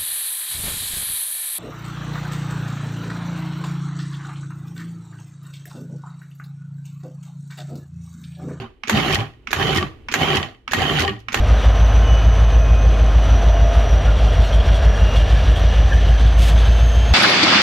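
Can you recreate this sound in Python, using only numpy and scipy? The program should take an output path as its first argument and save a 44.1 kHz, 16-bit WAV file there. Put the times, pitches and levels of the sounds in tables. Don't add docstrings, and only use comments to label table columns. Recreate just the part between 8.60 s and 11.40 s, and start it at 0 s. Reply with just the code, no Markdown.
import sys
import numpy as np
from scipy import signal
from scipy.fft import rfft, irfft, next_fast_len
from scipy.io import wavfile
from scipy.ndimage import uniform_filter1d, map_coordinates

SR = 44100
rng = np.random.default_rng(int(sys.argv[2]) if len(sys.argv) > 2 else 0)


def bounce(signal):
    frames = np.transpose(np.atleast_2d(signal))
    limited = np.clip(frames, -1, 1)
    pcm = np.round(limited * 32767).astype(np.int16)
    wavfile.write(sys.argv[1], SR, pcm)


def gain_from_db(level_db):
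    decades = np.asarray(level_db, float) / 20
    return 10 ** decades


N = 123479
T = np.arange(N) / SR

# power_on_s, power_off_s, stall_s, load_db
PULSES = [
    (-.32, -0.065, 0.009, -23),
    (0.285, 0.541, 0.62, -21.5),
    (0.931, 1.178, 1.236, -21.5),
    (1.542, 1.773, 1.851, -22),
    (2.133, 2.43, 2.5, -22),
    (2.743, 3.023, 3.2, -22),
]
# start_s, peak_db
KEY_TOUCHES = [
    (0.2352, -17.5),
    (0.8718, -17),
    (1.4855, -14.5),
    (2.078, -16.5),
    (2.6846, -15),
]
RISE_S = 0.051
OFF_S = 0.032


def unit(x):
    return x / np.sqrt(np.mean(x ** 2) + 1e-20)


def along(points, hz):
    f, v = np.transpose(points)
    return np.interp(np.log(hz + 1), np.log(f + 1), v)


def wobble(rate):
    return map_coordinates(rng.standard_normal(int(N * rate / SR) + 4), [T * rate])


def filtered(x, response):
    m = next_fast_len(N + 8192)
    return irfft(rfft(x, m) * response(np.fft.rfftfreq(m, 1 / SR)), m)[..., :N]


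def tone(points):
    return lambda hz: gain_from_db(along(points, hz)) * (hz < 1.15 * points[-1][0])


def peaked(shape, peaks, db):
    def response(hz):
        resonances = 0
        for centre, width, level in peaks:
            bump = width * width / (width * width + 4 * (hz - centre) ** 2)
            resonances = resonances + gain_from_db(level - along(shape, centre)) * bump
        return tone(shape)(hz) * (1 + gain_from_db(db - 20) * resonances)
    return response


def patchy(x, db):
    z = signal.stft(x, nperseg=512)[2]
    field = uniform_filter1d(rng.standard_normal(z.shape[1:]), size=3, axis=0)
    field = uniform_filter1d(field, size=5, axis=1)
    return signal.istft(z * gain_from_db(db * unit(field)), nperseg=512)[1][:, :N]


def bursts(times, db, len_s):
    marks = np.bincount((times * SR).astype(int).clip(0, N - 1), gain_from_db(db), N)
    t = np.arange(SR // 20) / SR
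    return np.convolve(marks, (1 - np.exp(-t / 0.00028)) * np.exp(-t / len_s))[:N]


def spread(a, b):
    # pitch_hz, correlation
    alike = [(60, 1), (380, 0.72), (2380, 0.29), (15000, -0.079)]
    # pitch_hz, level_db
    lean = [(60, 0.5), (150, -1.5), (380, -2), (950, -0.5), (2380, -7.5), (5980, 0.5), (15000, -5)]
    turn = lambda hz: np.arccos(np.clip(along(alike, hz), -1, 1)) / 2
    mid, side = filtered(np.array([a, b]), lambda hz: [np.cos(turn(hz)), np.sin(turn(hz))])
    ports = np.array([mid + side, mid - side])
    return filtered(ports, lambda hz: gain_from_db(np.outer([.5, -.5], along(lean, hz))))


def room(x, db):
    # pitch_hz, t60_s
    decay = [(150, 0.32), (1000, 0.33), (4000, 0.33), (14000, 0.36)]
    hz, t, z = signal.stft(rng.standard_normal((2, SR // 2)), SR, nperseg=256)
    tail = signal.istft(z * gain_from_db(-60 * t / along(decay, hz)[:, None]), SR, nperseg=256)[1]
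    tail = tail / np.linalg.norm(tail[0])
    late = np.pad(x, ((0, 0), (200, 0)))
    return x + gain_from_db(db) * signal.fftconvolve(late, tail, axes=1)[:, :N]


def speed():
    total = 0
    for on, off, *_ in PULSES:
        run_up = 1 - np.exp(-np.maximum(T - on, 0) / RISE_S)
        total = total + run_up * np.exp(-(np.maximum(T - off, 0) / 0.15) ** 2)
    return total


def effort(coast_db_per_s, grows):
    total = 0
    for on, off, stall, load_db in PULSES:
        db = -4.5 * np.exp(-abs(T - on) / RISE_S)
        db = db + 3.5 * np.exp(-((T - on - 0.084) / 0.027) ** 2)
        db = db - 5 * np.clip((T - off) / OFF_S, 0, 1)
        db = db - coast_db_per_s * np.maximum(T - off, 0)
        db = db - 220 * np.maximum(T - stall, 0)
        total = total + gain_from_db(load_db + grows * db) * np.clip((T - on) / 0.015, 0, 1)
    return total


def kitchen():
    # pitch_hz, level_db
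    quiet = [(12, -30), (20, -4), (75, -3), (135, -9), (165, -21), (240, -12), (430, -15), (560, -27),
             (1400, -35), (2850, -33), (5280, -49.5), (16200, -64)]
    # pitch_hz, width_hz, level_db
    murmur = [(3020, 60, -30), (12000, 500, -57.5)]
    mains_hz = 59.5
    octaves = np.sin(2 * np.pi * mains_hz * T) + 1.4 * np.sin(4 * np.pi * mains_hz * T)
    hum = gain_from_db(-57.5 + 5.7 * wobble(6.66)) * octaves
    hush = unit(filtered(rng.standard_normal((2, N)), peaked(quiet, murmur, 21)))
    return gain_from_db(-49 + 3.0 * wobble(2.97)) * spread(*hush) + hum


def counter():
    # start_s, pitch_hz, level_db, length_s
    booms = [(-0.004, 119, -28.5, 0.048), (0.342, 200, -14, 0.02), (0.351, 91.4, -17.5, 0.017),
             (0.556, 88, -22, 0.043), (0.606, 110, -19.5, 0.026), (.985, 85, -23.5, 0.024),
             (1.194, 87, -21, 0.032), (1.7, 395, -24.5, 0.018), (0.995, 205, -31, 0.018),
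             (1.052, 124.5, -24, .015), (1.015, 150, -24, .02), (1.125, 148, -25, .025),
             (.37, 150, -21, .025), (.52, 150, -24, .03), (1.62, 150, -25, .025), (1.715, 148, -22, .03),
             (2.37, 148, -23, .035), (1.085, 295, -34, .02), (1.2, 350, -26, 0.02),
             (1.23, 189.2, -25, 0.017), (1.27, 140, -26.5, 0.017), (1.311, 315, -44, 0.036),
             (0.509, 365, -20.5, 0.01), (.02, 390, -33, .03), (.04, 240, -36, .03),
             (0.652, 150.8, -32, .03), (1.784, 87, -20, 0.023), (2.166, 356, -31, 0.017),
             (2.192, 89.92, -28, 0.037), (2.437, 84.6, -24, 0.058), (2.485, 395.4, -26, 0.03),
             (2.535, 117, -32, 0.073), (2.516, 205.7, -27.5, 0.021), (2.532, 312, -35.5, 0.036)]
    thuds = [(s + .018, 241, db - 20.5, 0.01) for s, db in KEY_TOUCHES]
    drift = np.cumsum(1 + .035 * wobble(15)) / SR
    total = 0
    for start_s, pitch_hz, db, len_s in booms + thuds:
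        swell = gain_from_db(db) * np.exp(-((T - start_s) / len_s) ** 2)
        total = total + swell * np.sin(2 * np.pi * pitch_hz * drift)
    return total


def whine():
    top_hz, low = 151.5, 0.4
    climb = low + (1 - low) * np.clip(1.08 * speed(), 0, 1)
    hz = top_hz * climb * (1 + 0.025 * wobble(18))
    turn = 2 * np.pi * np.cumsum(hz) / SR
    wave = np.sin(turn) + 0.25 * np.sin(2 * turn)
    return speed().clip(0, 1) * wave * gain_from_db(-7 + wobble(16)) * effort(9.9, .7)


def motor():
    return (whine() + counter()) * gain_from_db([[-.7], [.7]])


def click(events, shape, len_s, again, db, drag_db, drag_s):
    s, peak = np.transpose(events)[:2]
    cracks = bursts(s, peak, len_s) + again * bursts(s + 0.00228, peak, len_s)
    env = cracks + gain_from_db(drag_db) * bursts(s, peak, drag_s)
    noise = rng.standard_normal((2, N))
    return gain_from_db(db) * filtered(noise * env, tone(shape)) / np.std(filtered(noise, tone(shape)))


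def switch():
    # start_s, peak_db
    scrapes = [
        (0.28, -19.5),
        (0.9134, -20),
        (1.5218, -17),
        (2.1183, -16.5),
        (2.7276, -19),
    ]
    # start_s, peak_db
    clacks = [
        (0.295, -3.5),
        (0.929, -5.5),
        (1.539, -4.5),
        (2.133, -5),
        (2.743, -6),
    ]
    # start_s, peak_db
    releases = [(0.5257, -28), (0.5456, -22), (1.147, -29), (1.16, -29), (1.172, -26), (1.7563, -27),
                (1.7695, -30), (2.3937, -24.5), (2.404, -26), (2.419, -30), (2.592, -56), (2.601, -54)]
    # pitch_hz, level_db
    touch_tone = [(450, -24.5), (1250, -0.5), (1700, -6.5), (2300, 0), (4400, -19.5), (5600, -17),
                  (8000, -36), (16000, -48)]
    scrape_tone = [(240, -2.5), (400, -1.5), (852, -16.5), (1650, -0.5), (6050, -12), (6850, -6.5),
                   (8110, -24.5), (12300, -22.5), (16000, -31)]
    clack_tone = [(150, -27.5), (320, -12), (750, -3), (1700, 1.5), (4410, -10), (4990, -18), (6700, -9.5),
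                  (9490, -32.5), (12300, -15), (16000, -52)]
    release_tone = [(1000, -8.5), (3000, 6.5), (6500, -2), (8000, -11.5), (12000, -12), (14000, -17),
                    (16000, -27)]
    dull_tone = [(hz, db - 12 * (hz > 7500)) for hz, db in scrape_tone]
    first_step = np.add(scrapes, [-0.00672, -4])
    late_clacks = np.add(clacks, [.001, 0])
    touch = click(KEY_TOUCHES, touch_tone, 0.0017, 0.33, -2.4, -14.5, 0.034)
    scrape = click(scrapes, scrape_tone, 0.0015, 1.0, -4.5, -7, 0.023)
    scrape = scrape + click(first_step, dull_tone, 0.0019, 0.27, -1.5, -11, 0.0089)
    clack = click(late_clacks, clack_tone, 0.00056, 0.42, 3.53, -15.0, 0.016)
    release = click(releases, release_tone, 0.0026, 0.36, 2.9, -3, 0.011)
    return touch + scrape + clack + release


def knocks():
    # start_s, peak_db, pitch_hz, ring_t60_s
    chunks = [(0.33, -13, 1900, 0.047), (.357, -14, 2500, 0.036), (.368, -10, 795, 0.089),
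              (.374, -13.5, 3050, .04), (.522, -19, 2030, 0.038), (.555, -3, 1900, .03),
              (.564, -16.5, 798, .08), (0.588, -16, 1000, 0.048), (.596, -17, 2980, .02),
              (.604, -13, 3030, .025), (.61, -18, 789, 0.11), (.655, -30, 793, 0.069),
              (.736, -40, 1880, .05), (0.962, -12.5, 1810, 0.06), (.999, -16, 793.3, 0.062),
              (1.08, -13, 3100, .04), (1.128, -13, 3120, .04), (1.161, -18, 1133, .05),
              (1.183, -6, 1851, .06), (1.209, -17, 1150, 0.1), (1.227, -9, 1150, 0.069),
              (1.556, -10, 1880, 0.063), (1.607, -13, 2620, .03), (1.612, -13, 765.5, .06),
              (1.62, -10, 2240, 0.05), (1.703, -7.5, 3050, .04), (1.731, -10.5, 1124, .05),
              (1.75, -6, 3097, 0.027), (1.799, -20, 1150, .06), (1.829, -9, 3074, 0.02),
              (1.947, -36, 2150, .04), (2.146, -8.5, 1890, .1), (2.202, -14, 1930, 0.044),
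              (2.218, -6.5, 755, 0.069), (2.372, -12.5, 772.3, 0.071), (2.387, -6, 1482, 0.047),
              (2.404, -11, 1993, .03), (2.422, -14, 3080, .04), (2.436, -18, 1830, 0.046),
              (2.449, -8.5, 791, 0.094), (2.4778, -7, 1862, 0.074), (2.481, -14, 1150, 0.12),
              (2.493, -11, 2890, .04), (2.499, -29.5, 1827, 0.078), (2.565, -32.5, 784, .08),
              (2.58, -40, 1890, 0.09), (2.774, -9.5, 1810, 0.042)]
    # pitch_hz, level_db, t60_s
    wall_modes = [(1150, -9, 0.025), (1880, -13, 0.027), (3033, 2.5, 0.018), (4473, -3, 0.014)]
    # pitch_hz, level_db
    crack_tone = [(700, -5.5), (2900, 4.5), (4600, -9.5), (7500, -20)]
    out = np.zeros((2, N + SR))
    t = np.arange(SR // 8) / SR
    onset = 1 - np.exp(-t / 0.0013)
    for start_s, peak_db, own_hz, ring_s in chunks:
        own = gain_from_db(-6.5 - 60 * t / ring_s) * np.sin(2 * np.pi * own_hz * t)
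        for side in out:
            ring = own
            for hz, level, t60 in wall_modes:
                fade = gain_from_db(-8 + level + rng.normal(0, 0.8) - 60 * t / t60)
                ring = ring + fade * np.sin(2 * np.pi * hz * rng.normal(1, 0.015) * t)
            side[round(start_s * SR):][:len(t)] += gain_from_db(peak_db) * onset * ring
    return out[:, :N] + click(chunks, crack_tone, 0.00095, 0.27, -7, -10.0, 0.0019)


def blade_strikes():
    shaft_hz, jitter, size_db = 29.27, 0.334, 2.5
    passes = np.cumsum(2 * shaft_hz * (.15 + speed())) / SR
    turns = np.flatnonzero(np.diff(np.floor(passes))) / SR
    draw = rng.standard_normal((200, 2))[:len(turns)]
    return unit(bursts(turns + jitter * draw[:, 0] / (2 * shaft_hz), size_db * draw[:, 1], 0.01))


def bit_strikes():
    bits = rng.random((4000, 2))[:int(700 * N / SR)]
    return unit(bursts(bits[:, 0] * N / SR, -2.5 * np.log(bits[:, 1] + 1e-4), 0.00027))


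def bowl_ring(noise, drive):
    # pitch_hz, level_db
    bits_tone = [(24, -55), (40, -13.5), (138, -7), (384, -9), (523, -16), (798, -10), (891, -18.5),
                 (3080, -16.5), (8000, -48.5), (10400, -51), (17600, -120)]
    # pitch_hz, width_hz, level_db
    bowl_modes = [(390, 95, -7), (779, 23, -0.5), (1150, 217, -6), (1880, 127, -7.5), (4470, 280, -21),
                  (3080, 190, -13.5)]
    slack_hz, slack_db = 1300, -4
    ring = peaked(bits_tone, bowl_modes, 11)
    scale = np.std(filtered(noise[0] * drive, ring))
    bowl = filtered(noise * drive * effort(15.5, 1.0), ring) / scale
    coasting = sum(np.clip((T - off) / OFF_S, 0, 1) * (T < stall + .2) for on, off, stall, _ in PULSES)
    treble = filtered(bowl, lambda hz: hz ** 2 / (hz ** 2 + slack_hz ** 2))
    return bowl - (1 - gain_from_db(slack_db * coasting)) * treble


def fan_air(noise, drive):
    # pitch_hz, level_db
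    air_tone = [(3820, -8), (6500, -4), (6990, -4), (7870, -20.5), (9710, -16), (12100, -12), (13500, -20),
                (15200, -22), (16200, -27)]
    shut = [(0.97 * air_tone[0][0], -40)] + list(air_tone)
    return gain_from_db(-18.5) * unit(filtered(noise * (1 + 0.16 * drive), tone(shut))) * effort(104, 0.97)


def gear_mesh(blades):
    mesh = lambda hz: 1 / (1 + (2 * (hz - 3075) / 280) ** 2)
    rattle = unit(filtered(rng.standard_normal((2, N)), mesh))
    return rattle * speed() ** 2 * effort(150, 1.0) * gain_from_db(-13.5 + 3.2 * wobble(8.15)) * (0.59 + blades)


def chopping():
    blades = blade_strikes()
    rush = gain_from_db(3.5 + 1.2 * wobble(13.72))
    drive = gain_from_db(-2.5) * blades + gain_from_db(-7) * bit_strikes() + rush
    noise = patchy(rng.standard_normal((4, N)), 3)
    return spread(*(bowl_ring(noise[:2], drive) + gear_mesh(blades) + fan_air(noise[2:], drive)))


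def scene():
    machine = room(chopping() + motor(), -13)
    hits = room(spread(*(switch() + knocks())), -13.5)
    return machine + hits + kitchen()


def band_limit(x):
    return signal.sosfilt(signal.butter(12, 16340, fs=SR, output="sos"), x)


def record(dry):
    clipped = dry / (1 + abs(dry / 1.3) ** 4) ** 0.19
    mix = filtered(clipped, lambda hz: hz < 16340)
    return band_limit(mix)


dry = scene()
out = record(dry)
bounce(out)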